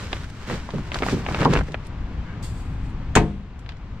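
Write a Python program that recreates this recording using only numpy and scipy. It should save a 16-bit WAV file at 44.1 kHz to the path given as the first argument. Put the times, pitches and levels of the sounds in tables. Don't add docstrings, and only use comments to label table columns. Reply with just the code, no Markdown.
import sys
import numpy as np
from scipy import signal
from scipy.fft import rfft, irfft, next_fast_len
from scipy.io import wavfile
from scipy.ndimage import map_coordinates

SR = 44100
rng = np.random.default_rng(int(sys.argv[2]) if len(sys.argv) > 2 else 0)


def store_wav(level_fs):
    pcm = np.round(np.clip(np.atleast_2d(level_fs), -1, 1) * 32767)
    wavfile.write(sys.argv[1], SR, pcm.T.astype(np.int16))


N = 176400
TOP_HZ = 15700

# (frequency [Hz], level [dB], t60 [s])
YARD_ECHO = [(198, -19, 0.32), (860, 3, 0.19), (2700, -2.5, 0.93), (6300, -6, 0.6)]


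def amp(db):
    return 10 ** (np.asarray(db) / 20)


def unit(x):
    return x / np.sqrt(np.mean(x ** 2) + 1e-20)


def along(points, hz):
    freqs, values = np.transpose(points)
    return np.interp(np.log(hz + 1), np.log(freqs + 1), values)


def curve(points):
    return np.interp(np.arange(N) / SR, *np.transpose(points))


def wobble(rate):
    knots = rng.standard_normal(int(N * rate / SR) + 4)
    return map_coordinates(knots, [np.arange(N) * rate / SR])


def filtered(x, response):
    size = next_fast_len(N + SR // 4)
    return irfft(rfft(x, size) * response(np.fft.rfftfreq(size, 1 / SR)), size)[..., :N]


def coloured(x, spectrum):
    return unit(filtered(x, lambda hz: amp(along(spectrum, hz))))


def noise(spectrum):
    return coloured(rng.standard_normal((2, N)), spectrum)


def noise_band(length, hz, ratio, order):
    edges = [hz / ratio, min(hz * ratio, .48 * SR)]
    bandpass = signal.butter(order, edges, 'band', fs=SR, output='sos')
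    return unit(signal.sosfilt(bandpass, rng.standard_normal((2, length))))


def resonant(modes, width_hz):
    return sum(amp(db) * noise_band(N, hz, 1 + width_hz / hz / 2, order=2) for hz, db in modes)


def fade(t60):
    return np.exp(-np.log(1000) * np.arange(SR) / SR / t60)


def rise(attack_s):
    return 1 - np.exp(-np.arange(SR) / SR / attack_s)


def ring(modes, attack_s):
    t = np.arange(SR) / SR
    out = np.zeros((2, SR))
    for k, (hz, db, t60) in enumerate(modes):
        phase = rng.uniform(0, 2 * np.pi) + np.array([[0], [(-1) ** k * np.pi / 2]])
        out += amp(db + rng.normal(0, 1)) * fade(t60) * np.sin(2 * np.pi * hz * t + phase)
    return out * rise(attack_s)


def dying(bands):
    return sum(amp(db) * fade(t60) * noise_band(SR, hz, np.sqrt(2), order=3) for hz, db, t60 in bands)


def add(out, s, sound):
    part = out[:, round(s * SR):][:, :sound.shape[1]]
    part += sound[:, :part.shape[1]]


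def clicks(rows, t60, tail_db, tail_t60, pulse, below, above):
    out = np.zeros((2, N))
    envelope = (fade(t60) + amp(tail_db) * fade(tail_t60))[:SR // 4]
    for s, db, hz in rows:
        burst = rng.standard_normal((2, SR // 4)) * envelope
        burst[0, 0] += pulse
        burst = signal.lfilter(*signal.butter(1, hz * below, 'high', fs=SR), burst)
        burst = signal.lfilter(*signal.butter(4, min(hz * above, TOP_HZ), fs=SR), burst)
        burst *= np.sqrt(.004 * SR) / np.linalg.norm(burst[0])
        add(out, s, amp(db) * burst)
    return out


def outdoors():
    # (time [s], level [dB])
    rumble_level = [(0, -35.5), (.4, -34), (.9, -33), (1.3, -31), (1.56, -24.5), (1.605, -20.5),
                    (1.66, -34.5), (1.78, -33.5), (2.1, -27), (2.65, -29.5), (2.87, -29), (3.1, -26.5),
                    (3.5, -37), (3.8, -36), (4, -30)]
    road_level = [(0, -56), (1.3, -39), (1.66, -51), (1.8, -45.5), (2, -44.5), (2.3, -43.5), (2.5, -45),
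                  (3.12, -45.5), (3.45, -51), (4, -48)]
    # (frequency [Hz], level [dB])
    rumble_tone = [(15, -4), (32, -1), (52, 1), (80, -2), (120, -6), (180, -12), (280, -17.5), (450, -44.5),
                   (900, -78.5)]
    road_tone = [(100, -15), (300, 5), (600, -1.5), (1000, 0.5), (1600, -4.5), (2600, -9), (4500, -18),
                 (7500, -28.5), (9500, -43), (15000, -48)]
    rumble = amp(curve(rumble_level) + 1.15 * wobble(13)) * noise(rumble_tone)
    road = amp(curve(road_level) + 0.24 * wobble(7.68)) * noise(road_tone)
    return rumble + road


def shoe():
    # (time [s], level [dB], pitch [Hz])
    grit = [(3.592, -51.5, 5500), (3.662, -42, 2010), (3.691, -33.5, 2390), (3.72, -43, 2220),
            (3.769, -54, 3430)]
    return clicks(grit, t60=0.018, tail_db=-11, tail_t60=0.12, pulse=2.7, below=0.2, above=1.66)


def hinge():
    # (time [s], level [dB])
    rub_level = [(2.21, -82), (2.265, -50), (2.3, -47), (2.35, -53.5), (2.41, -74)]
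    # (frequency [Hz], level [dB])
    squeak_modes = [(1570, 0.5), (2200, -7), (2930, -14.5)]
    return amp(curve(rub_level) + 2.2 * wobble(60)) * resonant(squeak_modes, width_hz=190)


def strut():
    # (time [s], level [dB])
    flow_level = [(2.40, -86), (2.42, -77), (2.428, -41.5), (2.445, -42.5), (2.47, -47.5), (2.53, -53.5),
                  (2.57, -51.5), (2.66, -61.5), (2.81, -71), (2.87, -58.5), (2.92, -70), (3.02, -99)]
    # (frequency [Hz], level [dB])
    hiss_tone = [(1500, -9), (3400, 1.5), (4700, -3), (5900, -7.5), (6700, 1), (8600, -1), (9800, -4.5),
                 (10800, -15), (12400, -8.5), (15000, -21.5), (16000, -32)]
    whistles = [(3470, -14), (4570, -11), (4820, -14), (5490, -16), (6680, -14.5), (7560, -16),
                (7740, -10.5), (8570, -15)]
    flow = amp(curve(flow_level) + 1.9 * wobble(50))
    return flow * (amp(-2.5) * noise(hiss_tone) + resonant(whistles, width_hz=240))


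def cloth():
    # (time [s], level [dB])
    rub_level = [(0, -36), (.11, -40.5), (.2, -38), (.3, -45), (.46, -42.5), (.505, -30.5), (.57, -36.5),
                 (.65, -43.5), (.76, -43), (.9, -45), (.96, -36), (1.01, -40.5), (1.075, -36.5),
                 (1.115, -33), (1.2, -41.5), (1.25, -44.5), (1.31, -34), (1.39, -30), (1.445, -26),
                 (1.485, -38), (1.52, -31), (1.572, -26), (1.625, -46.5), (1.73, -47), (1.79, -64),
                 (1.86, -46), (1.92, -76)]
    sheen = [(0, 0.5), (.9, -1.5), (1.06, 3), (1.15, 4), (1.3, -0.5), (1.42, -5.5), (1.5, -6.5),
             (1.58, -3.5), (1.7, 0)]
    # (frequency [Hz], level [dB])
    cloth_tone = [(60, -48), (200, 6.5), (400, -9.5), (700, -3), (1400, 0.5), (2500, -5), (5000, -10.5),
                  (8000, -17.5), (10500, -30), (13500, -30.5), (15500, -61.5)]
    drone_tone = [(30, -54), (110, 6), (220, -2), (400, -5.5), (600, -7.5), (1200, -67)]
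    crinkles_per_s, sheen_hz = 550, 3600
    rub_db = curve(rub_level) + 1.9 * wobble(44.02)
    onsets = rng.random(N) < crinkles_per_s / SR
    sizes = amp(3.5 * np.minimum(rng.exponential(size=N), 2))
    crinkles = coloured(onsets * sizes * rng.standard_normal((2, N)), cloth_tone)
    swish = amp(rub_db) * (amp(-2.5) * noise(cloth_tone) + amp(-7.5) * crinkles)
    body = filtered(swish, lambda hz: 1 / (1 + (hz / sheen_hz) ** 4))
    treble = amp(curve(sheen)) * (swish - body)
    drone_db = -32 + 1.55 * (rub_db + 32)
    return body + treble + amp(drone_db) * noise(drone_tone)


def folds():
    # (time [s], level [dB], pitch [Hz])
    snaps = [(.1295, -22, 2080), (.131, -25.5, 610), (.167, -37, 2000), (.300, -46, 5150),
             (.499, -25.5, 1230), (.510, -22, 587), (.690, -28.5, 910), (.705, -35.5, 2610),
             (.7355, -32, 440), (.7835, -29, 610), (.918, -25, 1920), (.944, -25, 3220), (.957, -23, 1010),
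             (.988, -30.5, 3300), (1.004, -26.5, 490), (1.0222, -20.5, 1900), (1.024, -18, 466),
             (1.0328, -19, 1320), (1.0645, -21.5, 790), (1.085, -20, 1270), (1.264, -23, 1560),
             (1.286, -21.5, 1140), (1.311, -27.5, 750), (1.346, -20, 1740), (1.362, -31, 1300),
             (1.388, -27.5, 990), (1.415, -26.5, 2550), (1.42, -17, 1040), (1.429, -19.5, 1040),
             (1.4495, -23.5, 3240), (1.535, -15, 1170), (1.5365, -24.5, 4170), (1.5535, -19, 1450),
             (1.562, -17, 1430), (1.573, -20.5, 1800), (1.589, -22.5, 1260), (1.609, -22.5, 1000),
             (1.6845, -36, 910), (1.72, -41.5, 3970), (1.7437, -21, 1480), (1.869, -47.5, 6500)]
    return clicks(snaps, t60=0.013, tail_db=-2, tail_t60=0.04, pulse=4.2, below=0.16, above=1.57)


def bumps():
    # (time [s], level [dB], softness cut-off [Hz])
    blows = [(0.4988, -43, 900), (0.512, -29.5, 443), (0.737, -19, 300), (0.756, -36.5, 234),
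             (.784, -27, 282), (1.125, -18.5, 390), (1.144, -17, 260), (1.306, -24, 255),
             (1.4538, -15, 1190), (1.468, -22.5, 890), (1.492, -16.5, 266), (1.552, -19, 410),
             (1.588, -26, 200), (1.685, -32.5, 470), (1.71, -42, 450), (1.732, -41.5, 452)]
    # (frequency [Hz], level [dB], t60 [s])
    locker_modes = [(107.6, -1, 0.1), (150.5, -1.5, 0.29), (178, -8.5, 0.24), (229.6, -5.5, 0.23),
                    (276.6, -3.5, 0.18), (339, -7, 0.18), (390.4, -2.5, 0.16), (434, -14, 0.1),
                    (463, -8, 0.21), (620, -15, 0.24), (710, -12, 0.13), (778, 0, 0.12), (924, 6.5, 0.042),
                    (990, 3, 0.061), (1070, 3, 0.057), (1188, 9.5, 0.022), (1360, -1, 0.045)]
    tumble = [(153.6, -8, 0.29), (354, -2.5, 0.17), (723, -6.5, 0.11), (1330, -5.5, 0.094)]

    def soften(rows, cutoff_hz):
        return [(hz, db - 10 * np.log10(1 + (hz / cutoff_hz) ** 6), t60) for hz, db, t60 in rows]

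    out = np.zeros((2, N))
    for s, db, cutoff_hz in blows:
        thump = ring(soften(locker_modes, cutoff_hz), attack_s=0.00081)
        add(out, s, amp(db) * (thump + dying(soften(tumble, cutoff_hz))))
    return out


def slam():
    # (time [s], level [dB], pitch [Hz])
    knocks = [(3.1635, -14, 500), (3.1715, -10, 1500), (3.1755, -19.5, 1910)]
    # (time [s], level [dB])
    latch_hits = [(3.1523, -25.5), (3.154, -15), (3.1622, -27)]
    # (frequency [Hz], level [dB])
    crack_tone = [(300, -5.5), (1500, 1.5), (3000, -4.5), (5000, -11.5), (7000, -6.5), (8600, -13),
                  (9800, -27), (12300, -25), (14000, -43.5), (16000, -49)]
    # (frequency [Hz], level [dB], t60 [s])
    latch_modes = [(3090, -9, .1), (3290, -7, .1), (3510, -9, .09), (3740, -11, .09), (4260, -8, .09),
                   (4490, -12, .08), (5460, -13, .08), (5630, -13, .08), (6090, -12, .06), (6320, -6, .06),
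                   (6440, -6, .06), (6720, -8, .06), (6820, -4, .055), (7060, -10, .05), (7270, -7, .05),
                   (7380, -6, .05), (7660, -9, .045), (8280, -6, .05), (8460, -6, .05), (11900, -23, .05),
                   (12250, -24, .05)]
    panel_modes = [(33, -2, 0.52), (60, -4, .5), (110, -1, 0.3), (149, -0.5, 0.52), (200, -3, 0.7),
                   (232, -9, 0.55), (264, -7, 0.24), (298, -6.5, 0.38), (325, -7, 0.42), (350, -7, 0.3),
                   (404, -3.5, 0.25), (427, -4, 0.36), (449, -5, 0.31), (545, -12, .18), (708, -6, .27),
                   (764, -3, .14), (917, 0, 0.17), (1025, -7, 0.19), (1253, -11, .17), (1533, -1, .12),
                   (1608, -10, .17), (1735, -9, .17), (1906, -10, .15), (2030, -8, .12), (2240, -8, .14),
                   (2470, -9, .13), (2536, -6, .13), (2750, -7, .11)]
    wall_bands = [(110, -19, 0.25), (209, -15, 0.28), (400, -17.5, 0.3), (795, -21, 0.27),
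                  (1570, -28, 0.26), (3080, -24, 0.16), (6000, -41, 0.22)]
    slam_s = 3.158
    out = clicks(knocks, t60=0.0079, tail_db=-18, tail_t60=0.039, pulse=6.2, below=0.18, above=1.24)
    for s, db in latch_hits:
        crack = amp(-0.5) * noise(crack_tone)[:, :SR] * fade(t60=0.11)
        steel = amp(-6) * ring(latch_modes, attack_s=0.00042)
        add(out, s, amp(db) * (crack + steel))
    boom = amp(-15.5) * ring(panel_modes, attack_s=0.0037)
    clatter = dying(wall_bands) * rise(attack_s=0.02)
    echo = amp(-46.5) * dying(YARD_ECHO)
    add(out, slam_s, boom + clatter + echo)
    return out


def in_yard(x, echo_db=-28):
    tail = dying(YARD_ECHO)
    echo = signal.fftconvolve(x[:1], tail / np.linalg.norm(tail[0]), axes=1)[:, :N]
    return x + amp(echo_db) * echo


def microphones(pair, pan_db=0):
    # (frequency [Hz], likeness [0-1])
    likeness = [(100, 1), (500, 0.91), (1500, 0.71), (3500, 0.29), (6000, 0.29), (9000, 0.32),
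                (14000, 0.26)]
    # (frequency [Hz], left minus right [dB])
    balance = [(100, 2.16), (400, 2), (1000, 2), (2400, 3.9), (4500, 1.5), (8000, -2), (14000, -4)]
    right_lead_s = 4.8e-5
    half = np.array([[.5], [-.5]])

    def width(hz):
        angle = np.arccos(np.clip(along(likeness, hz), 0, 1)) / 2
        return np.array([np.cos(angle), np.sin(angle)])

    def placement(hz):
        gain = amp(half * (along(balance, hz) + pan_db))
        return gain * np.exp(-2j * np.pi * hz * half * right_lead_s)

    mid, side = filtered(pair, width)
    return filtered(np.array([mid + side, mid - side]), placement)


def scene():
    bag = microphones(in_yard(cloth() + folds() + bumps()), pan_db=-2.8)
    small_sounds = in_yard(hinge() + strut() + shoe())
    return bag + microphones(small_sounds + slam() + outdoors())


def record(dry):
    ceiling = .9
    rounded = dry / (1 + np.abs(dry / ceiling) ** 6) ** (1 / 6)
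    return filtered(rounded, lambda hz: hz < TOP_HZ)


dry = scene()
out = record(dry)
store_wav(out)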